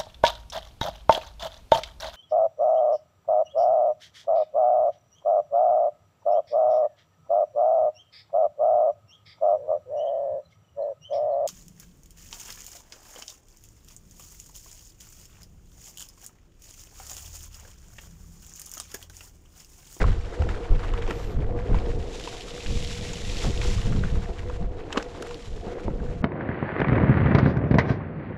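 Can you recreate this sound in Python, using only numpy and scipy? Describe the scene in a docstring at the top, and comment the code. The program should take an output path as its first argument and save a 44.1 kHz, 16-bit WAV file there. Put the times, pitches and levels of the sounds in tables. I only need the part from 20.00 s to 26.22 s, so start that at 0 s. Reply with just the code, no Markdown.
"""A one-wheeled electric board rolls along a forest trail, its rider holding the microphone on a pole.
From the start, gusts buffet the microphone, the fat tyre drums and crunches over grit, the motor hums,
and stones and twigs crack under the wheel. Two gusts slap the microphone in the first second, and bumps
begin to knock the board. From about 2 to 4 seconds the tyre hisses through a damp patch.
Near 5 seconds comes the hardest jolt, in a cluster of cracks, and the board rolls on."""
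import sys
import numpy as np
from scipy import signal
from scipy.fft import rfft, irfft, next_fast_len
from scipy.io import wavfile
from scipy.ndimage import uniform_filter1d

SR = 44100
rng = np.random.default_rng(int(sys.argv[2]) if len(sys.argv) > 2 else 0)


def digitize_waveform(pressure):
    """Quantize a signal to 16-bit integers and store it at the path in sys.argv[1].

    Rows of a 2-D input are taken as channels; values are limited to [-1, 1].
    """
    field = np.atleast_2d(pressure).T
    bounded = np.clip(field, -1, 1)
    quanta = np.round(bounded * 32767).astype(np.int16)
    wavfile.write(sys.argv[1], SR, quanta)


N = 274302
TIME = np.arange(N) / SR


def from_db(db):
    """Turn decibels into a number to multiply a sound by."""
    return 10 ** (np.asarray(db) / 20)


def unit_power(x):
    """Scale a sound so that its average power is 1."""
    return x / np.sqrt(np.mean(x ** 2) + 1e-20)


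def curve(rows):
    """Join (time, value) points with straight lines, giving a value for every sample."""
    return np.interp(TIME, *np.transpose(rows))


def drift(rate_hz):
    """A random wander of about 1 either way; a higher rate wanders faster."""
    hz = np.arange(N // 2 + 1) * SR / N
    return unit_power(irfft(rfft(rng.standard_normal(N)) / (1 + (hz / rate_hz) ** 4), N))


def colour(x, spectrum):
    """Make a sound's lows and highs stronger or weaker, following (pitch, level) points."""
    size = 2 * next_fast_len(N // 2 + SR // 4)
    hz, db = np.transpose(spectrum)
    bins_hz = np.maximum(np.arange(size // 2 + 1) * SR / size, 1)
    roll_off_db = 24 * np.log2(np.maximum(bins_hz / hz[-1], 1))
    gain = unit_power(from_db(np.interp(np.log(bins_hz), np.log(hz), db) - roll_off_db))
    # a minimum-phase filter: it rings after a click, never before
    cepstrum = irfft(np.log(gain))
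    cepstrum[1:size // 2] *= 2
    cepstrum[size // 2 + 1:] = 0
    return irfft(rfft(x, size) * np.exp(rfft(cepstrum)))[:N]


def even_out(x, span_s):
    """Hold the power near 1, keeping only flickers quicker than the span."""
    span = max(int(span_s * SR), 2)
    power = uniform_filter1d(uniform_filter1d(x * x, span), span)
    return x / np.sqrt(np.abs(power) + 1e-12)


def resonate(x, hz, width_hz):
    """Make a sound ring at one pitch; a narrower width rings longer."""
    r = np.exp(-np.pi * width_hz / SR)
    feedback = [1, -2 * r * np.cos(2 * np.pi * hz / SR), r * r]
    return signal.lfilter(np.array([1, 0, -1]) * (1 - r * r) / 2, feedback, x)


def grains(per_s, spread_db):
    """Random clicks of very unequal size."""
    sizes = from_db(spread_db * np.minimum(rng.exponential(1, N), 4))
    return unit_power((rng.random(N) < per_s / SR) * sizes * rng.choice([-1, 1], N))


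def bursts(times, levels_db, rise_s, decay_s):
    """A loudness shape that jumps up and dies away at each given time."""
    out = np.zeros(N)
    for start_s, db in zip(times, levels_db):
        start = max(int(start_s * SR), 0)
        age = TIME[:min(N - start, SR // 5)]
        shape = (1 - np.exp(-age / rise_s)) ** 2 * np.exp(-age / decay_s)
        out[start:start + len(age)] += from_db(db) * shape / shape.max()
    return out


def spells(starts, holds, levels_db, base_db, rise_s, decay_s):
    """A loudness shape: a base level plus spells that rise, hold and die away."""
    power = from_db(base_db) ** 2
    for start, hold, db in zip(starts, holds, levels_db):
        age = TIME - start
        shape = np.clip(age / rise_s, 0, 1) * np.exp(-np.clip((age - rise_s - hold) / decay_s, 0, 20))
        power = power + (from_db(db) * shape) ** 2
    return np.sqrt(power)


def swells(rows, half_width_s):
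    """A loudness shape that rises and falls smoothly around each moment."""
    return from_db(sum(db * np.exp(-np.minimum(((TIME - s) / half_width_s) ** 2, 20)) for s, db in rows))


# gusts at the microphone: start_s, hold_s, buffet_db, flutter_db
GUSTS = [(-0.03, 0.12, -18, -30), (0.389, 0.12, -26, -40), (0.693, 0.033, -21.5, -34),
         (0.84, 0.19, -24.5, -46), (1.146, 0.31, -31.5, -43.5), (1.33, 0.058, -21, -34),
         (1.478, 0.12, -28, -35.5), (1.686, 0.069, -18.5, -31.5), (1.875, 0.12, -27.5, -40),
         (2.656, 0.11, -24.5, -35.5), (2.796, 0.37, -37.5, -39), (3.221, 0.15, -29, -41.5),
         (3.425, 0.057, -23.5, -30), (3.555, 0.23, -22.5, -35.5), (3.845, 0.19, -23.5, -27.5),
         (4.108, 0.075, -22, -31.5), (4.375, 0.27, -31.5, -51), (4.592, 0.03, -25, -34.5),
         (5.474, 0.11, -32.5, -56), (5.835, 0.067, -26.5, -33), (5.978, 0.25, -30.5, -37.5)]
# tone of the deep buffeting and of the lighter flutter: pitch_hz, level_db
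BUFFET_TONE = [(10, -3), (22, 5), (40, -0.5), (70, -5), (100, -6.5), (150, -27.5), (250, -40.5)]
FLUTTER_TONE = [(60, -11.5), (110, 3), (210, -1), (300, -15.5), (500, -16), (1000, -43)]


def wind():
    """Big swirls of air push slowly on the microphone; small ones flutter and die away first."""
    starts, holds, buffet_db, flutter_db = np.transpose(GUSTS)
    push = spells(starts, holds, buffet_db, base_db=-42, rise_s=0.01, decay_s=0.1)
    flutter = spells(starts, holds, flutter_db, base_db=-49.5, rise_s=0.01, decay_s=0.036)
    flutter *= from_db(2.52 * drift(37))
    big_swirls = even_out(colour(rng.standard_normal(N), BUFFET_TONE), 0.14)
    small_swirls = even_out(colour(rng.standard_normal(N), FLUTTER_TONE), 0.097)
    return push * big_swirls + flutter * small_swirls


# how rough the ground is under the tyre, wheel and motor: time_s, roughness_db
ROUGHNESS = [(0.0, -29.5), (0.2, -55), (0.41, -40), (0.64, -40), (0.8, -47.5), (1.1, -39), (1.25, -45.5),
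             (1.76, -36), (2.42, -51), (3.3, -51), (3.48, -40), (3.83, -50), (4.75, -47.5), (4.98, -35),
             (5.1, -51), (5.22, -40.5), (5.45, -57), (5.72, -40), (5.9, -42.5), (6.22, -49)]


def on_ground(average_db, follows):
    """A loudness shape that follows a share of the changes in the ground's roughness."""
    roughness_db = curve(ROUGHNESS)
    return from_db(average_db + follows * (roughness_db - roughness_db.mean()))


# pitches at which the tyre rings: pitch_hz, width_hz, relative_db
TYRE_RINGS = [(277, 99, -6), (344, 110, -5.5), (420, 110, -3), (471.7, 36, 0.5)]


def tyre_drumming():
    """Countless small bumps beat the rolling tyre like a drum."""
    drum = sum(from_db(db) * resonate(grains(1500, 2.96), hz, width) for hz, width, db in TYRE_RINGS)
    drum = signal.sosfilt(signal.butter(2, [210, 900], "band", fs=SR, output="sos"), drum)
    flicker = from_db(4.1 * drift(10.3))
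    return on_ground(average_db=-41, follows=0.73) * even_out(flicker * drum, 0.081)


# pitches at which the wheel rings: pitch_hz, width_hz, relative_db
WHEEL_RINGS = [(691, 13.4, -4), (742, 11.5, -6.5), (955, 25, -19), (1124, 41, -26)]
# tight turns: middle_s, boost_db
TURNS = [(1.52, 10), (2.35, 9.5), (3.46, -1), (4.3, 10.5), (4.63, 6), (5.68, 9)]


def wheel_singing():
    """Small bumps keep the wheel ringing, and it sings out in tight turns."""
    ring = sum(from_db(db) * resonate(rng.standard_normal(N), hz, width) for hz, width, db in WHEEL_RINGS)
    ring = resonate(ring, 440, 700)
    loudness = on_ground(average_db=-53.5, follows=0.48) * swells(TURNS, half_width_s=0.051)
    return loudness * even_out(ring, 0.49)


# the motor's nearly steady note: time_s, pitch_hz
MOTOR_PITCH = [(0, 486), (.22, 475.6), (.41, 492.4), (.57, 476), (.71, 492.6), (.92, 477.3), (1.54, 483),
               (1.65, 497), (1.77, 481), (2.0, 487), (2.31, 468.6), (2.62, 482), (3.45, 483.5),
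               (3.85, 478.8), (4.08, 493.5), (4.26, 474.6), (4.52, 489.2), (5.22, 477.6), (5.73, 482),
               (5.86, 492.5), (6.0, 481.5), (6.22, 493)]
# surges that keep the board level: middle_s, boost_db
SURGES = [(.40, 15.5), (.98, 9), (1.17, 7), (1.55, 16.5), (1.66, 8.5), (1.87, 10.5), (2.57, 9.5),
          (2.75, 11.5), (2.97, 8), (3.09, 8.5), (3.45, 9.5), (3.68, 12.5), (4.22, 4), (4.51, 12.5),
          (5.02, 10), (5.32, 10.5), (5.54, 2), (5.72, 12), (6.08, 11.5)]


def motor_hum():
    """The motor in the wheel hums unsteadily, working harder on rough ground and to balance the board."""
    wobble_hz = 6.5 * drift(15.1)
    phase = 2 * np.pi * np.cumsum(curve(MOTOR_PITCH) + wobble_hz) / SR
    effort = on_ground(average_db=-51.5, follows=0.077) * swells(SURGES, half_width_s=0.066)
    flicker = from_db(2.5 * drift(32))
    return effort * even_out(flicker * np.sin(phase), 0.069)


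# how much dry grit and damp soil sound along the trail: time_s, relative_db
DRY_GRIT = [(0.0, -36), (0.18, -48), (0.5, -44.5), (1.1, -42), (1.42, -51.5), (1.75, -43), (2.05, -50),
            (3.3, -48), (3.55, -45.5), (4.1, -44.5), (4.7, -54), (4.95, -46.5), (5.5, -55), (5.8, -48),
            (5.96, -55), (6.1, -50.5), (6.22, -49)]
DAMP_SOIL = [(0.0, -54), (1.0, -58.5), (1.2, -51), (1.43, -67.5), (1.7, -59.5), (1.95, -53.5), (2.07, -54),
             (2.13, -47), (2.26, -45), (2.52, -47), (2.75, -41.5), (3.2, -42.5), (3.42, -40), (3.55, -43.5),
             (3.8, -45), (4.1, -52.5), (4.55, -58.5), (4.68, -68.5), (5.1, -56.5), (5.3, -53.5),
             (5.62, -56.5), (5.76, -62.5), (5.94, -65.5), (6.1, -60), (6.22, -62)]
# the tyre scrubs the ground as the rider steers: start_s, hold_s, crunch_db, hiss_db
SCRUBS = [(0.0, 0.014, -34.5, -43.5), (0.778, 0.062, -43, -58), (1.082, 0.031, -40, -56),
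          (3.406, 0.055, -42.5, -45), (3.609, 0.12, -47.5, -40.5), (4.522, 0.035, -52, -57),
          (4.911, 0.099, -42, -55.5), (5.139, 0.12, -50.5, -72), (5.665, 0.053, -48, -59),
          (5.782, 0.012, -47, -58), (5.823, 0.012, -49, -55.5)]
# tone of the crunch and of the hiss: pitch_hz, level_db
CRUNCH_TONE = [(400, -7), (800, 2.5), (1400, 0.5), (2000, -2), (3200, -10), (5000, -18.5), (9000, -27.5)]
HISS_TONE = [(1000, -41.5), (1900, -1), (2500, 1), (3800, 2), (4900, -2.5), (5400, -1.5), (6200, -3),
             (7300, -3), (8700, -14), (10200, -16.5), (14500, -33.5)]


def crunch_and_hiss():
    """Dry grit crunches in clumps of ringing grains; damp soil hisses as it peels off the tyre."""
    starts, holds, crunch_db, hiss_db = np.transpose(SCRUBS)
    crunch_level = spells(starts, holds, crunch_db, curve(DRY_GRIT) - 1.3, rise_s=0.017, decay_s=0.0049)
    hiss_level = spells(starts, holds, hiss_db, curve(DAMP_SOIL), rise_s=0.017, decay_s=0.0049)
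    grit = sum(resonate(grains(70, 3.63), hz, hz / 6) for hz in np.geomspace(700, 4500, num=12))
    grit = colour(unit_power(grit) + from_db(5) * rng.standard_normal(N), CRUNCH_TONE)
    clumps = drift(22.7)
    crunch = from_db(2 * clumps) * grit
    hiss = from_db(1.35 * clumps) * colour(grains(4500, 1.9), HISS_TONE)
    return crunch_level * even_out(crunch, 0.73) + hiss_level * even_out(hiss, 1.0)


# stones and twigs that crack: start_s, click_relative_db, click_hz, snap_relative_db, snap_hz
CRACKS = [(0.0154, -28, 1390, -53, 4170), (0.04, -26.5, 1070, -66, 3000), (0.42, -33.5, 915, -52, 3000),
          (0.489, -34, 1290, -48.5, 2900), (0.936, -33.5, 1130, -49, 2980), (1.0205, -45, 1900, -49, 3060),
          (1.076, -42, 960, -50, 2400), (1.1072, -34, 1260, -45.5, 2880), (1.7435, -32, 880, -53, 3000),
          (2.2738, -35, 1000, -46.5, 2980), (2.66, -40.5, 1848, -45, 3100), (3.133, -53, 1800, -42.5, 6430),
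          (3.6143, -33.5, 2100, -42, 3350), (4.0354, -32.5, 1440, -56, 2000),
          (4.39, -42.5, 2130, -55.5, 2600), (4.4974, -37.5, 1076, -55, 3000),
          (4.904, -39.5, 1001, -62, 2996), (4.926, -38, 1510, -38, 3157), (4.9586, -30.5, 1020, -67, 3000),
          (4.969, -34, 1050, -50, 4500), (4.973, -29, 1500, -34, 2600), (4.9768, -26.5, 930, -39.5, 4000),
          (4.998, -37.5, 1460, -70, 3000), (5.025, -51, 1980, -46.5, 5650),
          (5.3083, -40.5, 1020, -52, 2700), (5.782, -39, 730, -69, 5500), (5.999, -47.5, 1400, -73, 2390)]
# tone of the snaps: pitch_hz, level_db
SNAP_TONE = [(1400, -35), (2200, 5), (3100, 6.5), (4500, 1.5), (7500, 5), (8500, -12), (13000, -67)]


def stones_and_twigs():
    """Each stone or twig gives way under the wheel with a bright snap and a hollow click."""
    snaps, clicks = np.zeros((2, N))
    for start_s, click_db, click_hz, snap_db, snap_hz in CRACKS:
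        start = int(start_s * SR)
        age = TIME[:min(N - start, SR // 20)]
        shape = (1 - np.exp(-age / 0.00057)) * np.exp(-age / 0.0034)
        crack, crush = rng.standard_normal((2, len(age))) * shape
        snap = crack + from_db(13) * resonate(crack, snap_hz, width_hz=750)
        click = resonate(resonate(crush, click_hz, 0.35 * click_hz), click_hz, 0.61 * click_hz)
        snaps[start:start + len(age)] += from_db(snap_db - 9) * unit_power(snap)
        clicks[start:start + len(age)] += from_db(click_db - 8.5) * unit_power(click)
    return colour(snaps, SNAP_TONE) + clicks


# pitches at which breaking wood rings: pitch_hz, width_hz, relative_db
WOOD_RINGS = [(890, 91, 7), (1490, 220, 1), (2580, 130, 10), (5400, 120, -2.5)]


def wood_ringing():
    """Each crack leaves the wood ringing briefly; a louder snap gives a louder ring."""
    times, _, _, snap_db, _ = np.transpose(CRACKS)
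    breaks = np.zeros(N)
    breaks[((times + 0.002) * SR).astype(int)] = from_db(snap_db - 1.5)
    # each break starts without a hard edge: its highs are softened
    breaks = signal.sosfilt(signal.butter(4, 6000, fs=SR, output="sos"), breaks + 1e-18)
    return sum(from_db(db) * resonate(breaks, hz, width) * SR / (2 * np.pi * width)
               for hz, width, db in WOOD_RINGS)


# the larger pebbles: start_s, level_db
LARGE_PEBBLES = [(1.787, -40), (2.238, -35), (2.407, -34), (2.846, -31.5), (2.927, -33.5), (3.368, -33),
                 (5.343, -37.5), (5.562, -48)]


def pebbles():
    """The tyre squeezes out many small pebbles and a few larger ones, all ringing at two pitches."""
    rise_s, decay_s = 0.0005, 0.0022
    gaps_s, sizes_db = rng.uniform([0.008, -9], [0.06, 0], (170, 2)).T
    times = np.cumsum(gaps_s) % TIME[-1]
    soil_db = np.interp(times, TIME, curve(DAMP_SOIL))
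    small = bursts(times, soil_db + 8.5 + sizes_db, rise_s, decay_s)
    large = bursts(*np.transpose(LARGE_PEBBLES), rise_s, decay_s)
    rub = rng.standard_normal(N)
    ring = resonate(rub, 2990, 790) - 0.5 * resonate(rub, 5400, 640)
    return (small + large) * unit_power(ring)


# sudden slaps of wind: start_s, level_db, pitch_hz, length_s
SLAPS = [(0.4, -14.5, 75.7, 0.041), (0.704, -11, 26.5, 0.075)]


def wind_slaps():
    """A sudden gust swings the thin skin inside the microphone a few times: a deep thump."""
    out = np.zeros(N)
    for start_s, db, hz, length_s in SLAPS:
        age = np.maximum(TIME - start_s, 0)
        out += from_db(db) * np.sin(2 * np.pi * hz * age) * np.exp(-(age / length_s) ** 2)
    return out


# bumps that jolt the board: start_s, relative_db, ring_time_factor
BUMPS = [(0.406, -32, 1.4), (1.106, -25.5, 0.68), (1.744, -28, 0.69), (1.869, -27.5, 0.48),
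         (3.446, -25.5, 0.83), (3.655, -34.5, 1.1), (4.291, -32, 0.93), (4.9728, -18, 0.48),
         (5.669, -28.5, 1), (5.881, -21, 0.52)]
# pitches at which the board rings: pitch_hz, relative_db, ring_time_s (to fade by 60 dB)
BOARD_RINGS = [(199.4, 9.5, 0.063), (301.5, -5, 0.2), (379, 8, 0.052), (534.7, -8, 0.27), (658, 3, 0.027),
               (888, -5.5, 0.073)]


def board_knocks():
    """Roots and stones jolt the board through the soft tyre; each jolt rings a new mix of its pitches."""
    out = np.zeros(N)
    hz, ring_db, ring_time_s = np.transpose(BOARD_RINGS)[:, :, None]
    for start_s, db, ring_time_factor in BUMPS:
        start = int(start_s * SR)
        age = TIME[:min(N - start, SR // 5)]
        shares = from_db(ring_db + 2 * rng.standard_normal(hz.shape)) * rng.choice([-1, 1], hz.shape)
        rise = 1 - np.exp(-age / 0.00019)
        fade = np.exp(-np.log(1000) * age / (ring_time_factor * ring_time_s))
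        rings = unit_power(shares) * np.sin(2 * np.pi * hz * age) * fade
        out[start:start + len(age)] += from_db(db - 0.5) * rise * rings.sum(axis=0)
    return out


def thin_sizzle():
    """A faint, very high sizzle comes with the jolt just after one second and lingers briefly."""
    loudness = spells(starts=[1.08], holds=[0.22], levels_db=[-69.5],
                      base_db=-np.inf, rise_s=0.017, decay_s=0.03)
    pitch_hz, width_hz = 12100, 1400
    sizzle = resonate(rng.standard_normal(N), pitch_hz, width_hz)
    return loudness * unit_power(resonate(sizzle, pitch_hz, width_hz))


# grit hitting the microphone: start_s, relative_db
GRIT_HITS = [(1.107, -40), (4.929, -41), (4.9836, -39), (5.026, -44), (5.223, -32.5), (5.269, -42)]


def grit_ticks():
    """Grit flung against the microphone makes close, bright ticks."""
    hits = bursts(*np.transpose(GRIT_HITS), rise_s=0.00041, decay_s=0.0034) * rng.standard_normal(N)
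    rings = (resonate(hits, 5800, 4000)
             + from_db(5) * resonate(hits, 3000, 606)
             + from_db(16) * resonate(hits, 1390, 650))
    return resonate(rings, 2700, 5100)


def scene():
    """Board, trail and wind add up at one microphone."""
    board = tyre_drumming() + wheel_singing() + motor_hum() + board_knocks()
    trail = crunch_and_hiss() + pebbles() + stones_and_twigs() + wood_ringing()
    trail += grit_ticks() + thin_sizzle()
    return (board + trail + wind() + wind_slaps())[None]


def record(dry):
    """Cut away the very highest treble steeply."""
    cutoff_hz = 15200
    return signal.sosfilt(signal.cheby2(12, 60, cutoff_hz, fs=SR, output="sos"), dry)


dry = scene()
out = record(dry)
digitize_waveform(out)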